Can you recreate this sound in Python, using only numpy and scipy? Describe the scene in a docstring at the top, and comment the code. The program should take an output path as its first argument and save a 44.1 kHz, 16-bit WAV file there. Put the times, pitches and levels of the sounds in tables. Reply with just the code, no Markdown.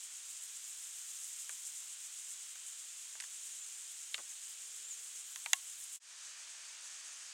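"""Grasshoppers in a summer meadow: the field hisses all round, and one close to the microphones files
its legs over its wings about eight times a second. A small bird calls thinly, a far road hums, and
the plastic body of the hand-held camera ticks and gives one sharp click. At six seconds the sound
fades out and comes back at a second spot, with more breeze in the grass and duller insects."""
import sys
import numpy as np
from scipy import signal
from scipy.fft import rfft, irfft, next_fast_len
from scipy.io import wavfile
from scipy.ndimage import map_coordinates

SR = 44100
rng = np.random.default_rng(int(sys.argv[2]) if len(sys.argv) > 2 else 0)


def wav_out(sig):
    """Save sig, one row per channel (or a flat mono array), as 16-bit PCM at SR to the path in sys.argv[1]."""
    wavfile.write(sys.argv[1], SR, np.round(np.clip(np.atleast_2d(sig).T, -1, 1) * 32767).astype(np.int16))


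N = 323253
TIME = np.arange(N) / SR


def from_db(db):
    """Decibels to gain."""
    return 10 ** (np.asarray(db) / 20)


def unit_rms(x):
    """Scale to unit power."""
    return x / np.sqrt(np.mean(x ** 2) + 1e-20)


def drift(per_s):
    """A smooth random wander of spread 1 that changes about per_s times a second."""
    knots = rng.standard_normal(N // 10)
    return unit_rms(map_coordinates(knots, [TIME * per_s], order=2, mode="wrap"))


def swells(rows):
    """Summed power of bell-shaped swells: (peak time [s], half length [s], level [dB])."""
    return sum(from_db(db) ** 2 * np.exp(-np.minimum(((TIME - s) / half_s) ** 2, 40))
               for s, half_s, db in rows)


def at_hz(points, hz):
    """Read a curve on a log-frequency axis."""
    points_hz, values = np.transpose(points)
    return np.interp(np.log(np.maximum(hz, 1)), np.log(points_hz), values)


def resonate(x, hz, width_hz):
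    """A resonance with gain 1 at its peak."""
    r = np.exp(-np.pi * width_hz / SR)
    poles = [1, -2 * r * np.cos(2 * np.pi * hz / SR), r * r]
    return signal.lfilter(np.array([1, 0, -1]) * (1 - r * r) / 2, poles, x)


def band(x, low_hz, high_hz):
    """Band-pass with gentle skirts."""
    return signal.sosfilt(signal.butter(2, [low_hz, high_hz], "band", fs=SR, output="sos"), x)


def stereo_noise(colour):
    """Unit-power noise at the microphone pair, diffuse in the bass and alike in the treble."""
    # likeness of the two microphones: (frequency [Hz], correlation [0..1])
    likeness = [(60, 0), (150, 0.34), (300, 0.54), (500, 0.62), (800, 0.6), (1300, 0.8), (2000, .93),
                (3300, .97), (5500, 1), (8000, 1), (10200, 0.87), (12500, 0.79), (15000, 1)]
    size = next_fast_len(N)
    hz = np.fft.rfftfreq(size, 1 / SR)
    mid, side = rfft(rng.standard_normal((2, size))) * from_db(at_hz(colour, hz))
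    alike = at_hz(likeness, hz)
    mid, side = mid * np.sqrt(1 + alike), side * np.sqrt(1 - alike)
    return unit_rms(irfft([mid + side, mid - side], size)[:, :N])


def chorus(colour, flutter_db, pulse_db):
    """Many distant singers merge into a hiss that still flutters with their pegs and strokes."""
    return unit_rms(stereo_noise(colour) * from_db(flutter_db * drift(600) + pulse_db * drift(30)))


def grasshopper_field(trim_db=-0.11):
    """The chorus heard from among the singers, gently rising and falling."""
    # loudness of the field: (time [s], level before trim [dB])
    loudness = [(0.0, -50), (1.22, -48), (2.1, -49), (2.84, -50.7), (3.33, -49), (5.7, -50)]
    # spectrum of its hiss: (frequency [Hz], relative level [dB])
    colour = [(3500, -38.5), (4700, -14), (5800, -8.5), (6500, -2.5), (7150, 0), (7900, -2), (8400, -2),
              (9400, -7.5), (10400, -14), (11300, -21), (12400, -18.5), (14000, -25), (16500, -29)]
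    level_db = np.interp(TIME, *np.transpose(loudness)) + trim_db
    return from_db(level_db) * chorus(colour, flutter_db=1.1, pulse_db=0.9)


def still_air(level_db=-58):
    """Faint, steady air in the grass."""
    # its spectrum: (frequency [Hz], relative level [dB])
    colour = [(20, -34), (150, -38), (300, -27.5), (480, -22.5), (700, -17), (1050, -11.5), (1480, -7),
              (1800, -7), (2500, -3.5), (3200, 0), (4000, -2.5), (4700, -6), (6500, -8.5), (12000, -32)]
    return from_db(level_db) * stereo_noise(colour)


def far_road(steady_db=-91):
    """A faint hum from far off that swells as traffic goes by."""
    # passing traffic: (peak time [s], half length [s], level [dB])
    traffic = [(2.45, .2, -87), (3.6, 0.28, -85.5), (4.88, .3, -81.5)]
    # spectrum of the hum: (frequency [Hz], relative level [dB])
    colour = [(150, -10), (330, -6.5), (465, 8), (580, -3.5), (900, -27)]
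    return np.sqrt(from_db(steady_db) ** 2 + swells(traffic)) * stereo_noise(colour)


def bright_grasshopper(steady_db=-69, trim_db=-4, rough_db=3, pulse_db=3):
    """One brighter singer holds a thin, rough, unsteady trill above the field."""
    # long swells and short bursts: (peak time [s], half length [s], level before trim [dB])
    surges = [(.77, 0.023, -59), (1.215, 0.018, -58), (1.4, 0.76, -59.5), (3.46, 0.012, -55),
              (4.51, .02, -59), (5.42, .02, -57), (5.65, 0.48, -56)]
    # spectrum of the trill: (frequency [Hz], relative level [dB])
    colour = [(7000, -19.5), (9500, -1), (11000, 2), (12200, 0), (13500, -4.5), (16500, -6)]
    level = np.sqrt(from_db(steady_db) ** 2 + swells(surges))
    trill = stereo_noise(colour) * from_db(rough_db * drift(270) + pulse_db * drift(29))
    return from_db(trim_db) * level * unit_rms(trill)


def rasp(pegs_per_s, jitter, decay_s, uneven_db):
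    """Pegs catch the wing vein at an unsteady rate, each a tiny dying scratch of its own strength."""
    pegs_passed = np.cumsum(pegs_per_s * np.exp(jitter * drift(150))) / SR
    strength = from_db(uneven_db * (2 * rng.random(N) - 1))[pegs_passed.astype(int)]
    since_catch_s = (pegs_passed % 1) / pegs_per_s
    return strength * np.exp(-since_catch_s / decay_s) * rng.choice([-1, 1], N)


def near_grasshopper(trim_db=0.2, uneven_db=1.5, swell_s=0.026, stop_s=0.019, return_db=-10.5):
    """Close to the microphones, a leg strokes evenly in bouts and its scratches ring in the wing."""
    # wing resonances: (frequency [Hz], width [Hz], relative level [dB])
    wing_modes = [(7580, 1140, 9.5), (8390, 560, 3), (12200, 2000, -22)]
    # bouts of strokes, levels before trim:
    # (first stroke [s], last stroke [s], pace [1/s], first level [dB], last level [dB])
    bouts = [(0.045, 1.228, 7.5, -54, -50.5), (1.408, 2.318, 7.8, -48.5, -49.5),
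             (2.685, 2.996, 6.5, -53, -55), (3.345, 3.913, 8.3, -53.5, -54.5),
             (4.316, 5.073, 6.7, -52.5, -52.5), (5.196, 5.948, 7.8, -55, -47.5)]
    # sharp accents: hard bites of the leg and single strokes of a second singer close by: (peak time [s], half
    # length [s], level before trim [dB])
    accents = [(.31, 0.0067, -51), (1.243, 0.0077, -51), (1.335, 0.0053, -49), (1.67, .006, -49),
               (1.805, .005, -45), (2.19, 0.0058, -47), (2.25, .014, -53), (4.69, 0.0089, -54),
               (5.05, .014, -52), (5.695, 0.011, -51)]
    scratches = rasp(pegs_per_s=290, jitter=.24, decay_s=.0017, uneven_db=3.5)
    wing = sum(from_db(db) * resonate(scratches, hz, width) for hz, width, db in wing_modes)
    effort = from_db(uneven_db * drift(45))
    power = swells(accents)
    for first_s, last_s, per_s, first_db, last_db in bouts:
        count = round((last_s - first_s) * per_s) + 1
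        for s, db in np.linspace((first_s, first_db), (last_s, last_db), count):
            stroke = (s, np.where(TIME < s, swell_s, stop_s), db)
            way_back = (s + .5 / per_s, swell_s, db + return_db)
            power += swells([stroke, way_back])
    return from_db(trim_db) * effort * np.sqrt(power) * unit_rms(band(wing, 5800, 12500))


def small_singer(wing_hz=12000, width_hz=800, pulse_db=3):
    """A small insect's fast pegs ring one narrow, high wing resonance."""
    # its one verse: (peak time [s], half length [s], level [dB])
    verse = [(1.05, .45, -69.5)]
    scratches = rasp(pegs_per_s=380, jitter=.2, decay_s=.001, uneven_db=3)
    wing = band(scratches, wing_hz - width_hz / 2, wing_hz + width_hz / 2)
    return np.sqrt(swells(verse)) * unit_rms(wing * from_db(pulse_db * drift(35)))


def snap(smear_s, stages=7):
    """A unit click smeared by its path through the case: each frequency has its own short delay."""
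    hz = np.linspace(1000, 12000, stages) * rng.uniform(.9, 1.1, stages)
    r = np.exp(-2 / (smear_s * SR))
    allpasses = [[r * r, tuning, 1, 1, tuning, r * r] for tuning in -2 * r * np.cos(2 * np.pi * hz / SR)]
    return signal.sosfilt(allpasses, signal.unit_impulse(SR // 5) + 1e-18)


def rattle(contact, level_db=-12, decay_s=.006, low_hz=400, high_hz=5500, size=2048):
    """Loose parts of the case chatter briefly after each contact."""
    chatter = rng.standard_normal(size) ** 3 * np.exp(-np.arange(size) / SR / decay_s)
    shaken = signal.fftconvolve(contact, chatter / np.linalg.norm(chatter))[:len(contact)]
    return from_db(level_db) * band(shaken, low_hz, high_hz)


def touch_point(contact, hz, db, q=5):
    """The point touched favours the modes near one frequency, or lies on their node and mutes them."""
    return contact + (from_db(db) - 1) * resonate(contact, hz, hz / q)


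def ring(contact, modes, pitch):
    """A contact sets the case's modes ringing, all shifted by a pitch factor."""
    return sum((-1) ** k * from_db(db) * resonate(contact, hz * pitch, width)
               for k, (hz, width, db) in enumerate(modes))


def crack(contact, decay_s=.0007, low_hz=6400, high_hz=9400, size=256):
    """The crisp edge of a snap: a burst of treble that dies at once."""
    burst = rng.standard_normal(size) * np.exp(-np.arange(size) / SR / decay_s)
    return band(np.convolve(contact, burst / np.linalg.norm(burst))[:len(contact)], low_hz, high_hz)


def camera_ticks(lag_s=0.00004, bend_hz=3200, twist_db=1.2):
    """Handling noise right at the microphones: each snap cracks and rings the plastic body."""
    # contacts on the body: (time [s], strength [dB], low edge [Hz], high edge [Hz], pitch [factor],
    # touch point [Hz], touch gain [dB], smear [s], relative crack [dB], left over right [dB])
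    contacts = [(1.493, -18, 950, 2800, .85, 1600, 2, .0004, 6, 1.5),
                (1.4968, -25.5, 250, 2400, .6, 1200, 2, .0006, 3, 0),
                (2.556, -29.5, 350, 2600, 0.77, 1500, 3, .002, -10, -4),
                (3.1524, -20, 60, 1300, .82, 780, -12, .0018, -14, -4),
                (3.2008, -18.5, 1550, 5200, .74, 1850, 6, .0011, 2.5, -5),
                (3.2066, -25, 1200, 6000, .92, 1600, 6, .001, 8, -7),
                (3.2218, -23, 660, 3200, 1.06, 2200, -10, .0009, -9, -8),
                (3.2378, -29, 760, 8000, 0.494, 1740, 12.5, 0.00086, 10, -3),
                (4.1429, -16, 1100, 8000, .56, 2670, 14.5, 0.0013, 3, -2),
                (4.1434, -12, 402, 580, 0.71, 750, -12, .0016, -11, -1),
                (4.1442, -15, 1100, 4800, 1.12, 3850, 3, .001, -1, -2),
                (4.147, -19, 1000, 3400, 1.08, 3000, 5, 0.00087, -14, 0),
                (4.1795, -22, 280, 4200, .7, 420, 10, 0.0024, -10, -1),
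                (4.187, -21, 280, 1700, .553, 780, 3, .0011, -10, 0),
                (4.194, -24, 90, 1300, .3, 750, 1, .0039, -10, -3),
                (4.2027, -26.5, 150, 1400, .4, 750, 2, 0.0013, -10, 1),
                (5.3588, -19.5, 550, 12000, .96, 1250, 5, .0005, -1, -5),
                (5.4596, -6.5, 1750, 3350, 1.17, 3370, -19, .0005, -7, 2),
                (5.4601, -9.5, 600, 1500, .852, 980, 4, .0005, -22, 1),
                (5.5321, 1.5, 480, 14000, .99, 2100, 1.5, 0.0018, -6, -1.3)]
    # modes of the body: (frequency before pitch factor [Hz], width [Hz], gain [dB])
    body_modes = [(600, 130, -13), (745, 65, -1.5), (1000, 210, 1.5), (1102, 17, 7), (1430, 230, -2),
                  (1720, 62, 7.5), (1954, 160, 10), (2230, 220, 5.5), (2780, 95, 9.5), (3060, 180, 7),
                  (3430, 330, 9), (4000, 210, 7), (4840, 250, 2.5), (6744, 250, 14.5), (7980, 220, 7.5),
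                  (8770, 530, 3), (9800, 280, 5), (10850, 520, 1.5), (12200, 420, -1.5), (13800, 1000, -8)]
    # twisting modes, which move the two microphones in opposite ways: same columns
    twist_modes = [(470, 160, -29), (760, 160, -14), (1000, 150, -9), (1480, 260, -1.5), (1810, 180, 5),
                   (2050, 180, -1), (2530, 200, 6)]
    ticks = np.zeros((2, N))
    bend_lowpass = signal.butter(3, bend_hz, fs=SR, output="sos")
    for s, db, low_hz, high_hz, pitch, touch_hz, touch_db, smear_s, crack_db, pan_db in contacts:
        contact = snap(smear_s)
        contact = touch_point(contact + rattle(contact), touch_hz, touch_db)
        body = band(ring(contact, body_modes, pitch), low_hz, high_hz)
        twist = band(ring(contact, twist_modes, pitch), low_hz, high_hz)
        mid = body + from_db(crack_db) * crack(contact)
        # slow bending waves in the case reach the left microphone a moment before the right
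        bending = signal.sosfiltfilt(bend_lowpass, mid, padtype=None)
        side = lag_s / 2 * SR * np.diff(bending, prepend=0) + from_db(twist_db) * twist
        gains = from_db([[db + pan_db / 2], [db - pan_db / 2]])
        start = round(s * SR)
        ticks[:, start:start + len(mid)] += gains * [mid + side, mid - side]
    return ticks


def echo(x, delay_s, db):
    """A reflection reaches the microphones later and softer."""
    return from_db(db) * np.interp(TIME - delay_s, TIME, x, left=0)


def bird(climb_hz_per_s=14000, drop_hz_per_s=23500, end_hz=6130, climb_db=-7.5, flutter_db=3):
    """Thin fluttering whistles climb softly, drop to one low note and echo off ground and bushes."""
    # calls: (time of top note [s], top note [Hz], climb [s], level [dB])
    calls = [(3.512, 6950, .005, -55), (3.612, 7380, .04, -50), (4.275, 7260, .005, -52.5),
             (4.889, 7620, .075, -44.5)]
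    song = np.zeros(N)
    waver = 1 + .007 * drift(400)
    soft = from_db(climb_db)
    for top_s, top_hz, climb_s, db in calls:
        t = TIME - top_s
        drop_s = (top_hz - end_hz) / drop_hz_per_s
        hz = np.interp(t, [-climb_s, 0, drop_s], [top_hz - climb_hz_per_s * climb_s, top_hz, end_hz])
        loudness = np.interp(t, [-climb_s, -climb_s / 2, 0, drop_s / 2, drop_s], [0, soft, soft, 1, 0])
        song += from_db(db) * loudness * np.sqrt(2) * np.sin(2 * np.pi * np.cumsum(hz * waver) / SR)
    song *= from_db(flutter_db * drift(180))
    return song + echo(song, delay_s=0.012, db=-6) + echo(song, delay_s=0.073, db=-12)


def far_grasshoppers(level_db=-52.5):
    """The chorus sounds duller with the microphones farther from the singers."""
    # its spectrum: (frequency [Hz], relative level [dB])
    colour = [(4000, -32.5), (5400, -5), (6400, 2.5), (7400, 1), (8500, -0.5), (9500, -7), (10600, -14.5),
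              (12800, -26.5), (16500, -31)]
    return from_db(level_db) * chorus(colour, flutter_db=1.0, pulse_db=1.3)


def breeze(level_db=-54.5):
    """A steady breeze hisses through the grass."""
    # its spectrum: (frequency [Hz], relative level [dB])
    colour = [(20, -36), (150, -39), (300, -22.5), (500, -15.5), (1000, -6.5), (1500, -2.5), (1800, 0.5),
              (2050, -4), (2400, 0), (3300, -0.5), (4100, -1.5), (4700, 1), (7000, -4), (14000, -30.5)]
    return from_db(level_db) * stereo_noise(colour)


def scene(change_s=5.997, fade_out_s=.038, fade_in_s=.09):
    """Two microphone positions in the meadow: the first fades out quickly and the second swells in."""
    insects = grasshopper_field() + near_grasshopper() + bright_grasshopper() + small_singer()
    first_spot = insects + still_air() + far_road() + bird() + camera_ticks()
    second_spot = far_grasshoppers() + breeze()
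    leaving = np.clip((change_s - TIME) / fade_out_s, 0, 1) ** 2
    arriving = 1 - np.exp(-np.maximum(TIME - change_s, 0) / fade_in_s)
    return leaving * first_spot + arriving * second_spot


def record(dry):
    """The highest treble is cut steeply."""
    cutoff_hz = 15900
    return signal.sosfilt(signal.ellip(12, .1, 80, cutoff_hz, fs=SR, output="sos"), dry)


dry = scene()
out = record(dry)
wav_out(out)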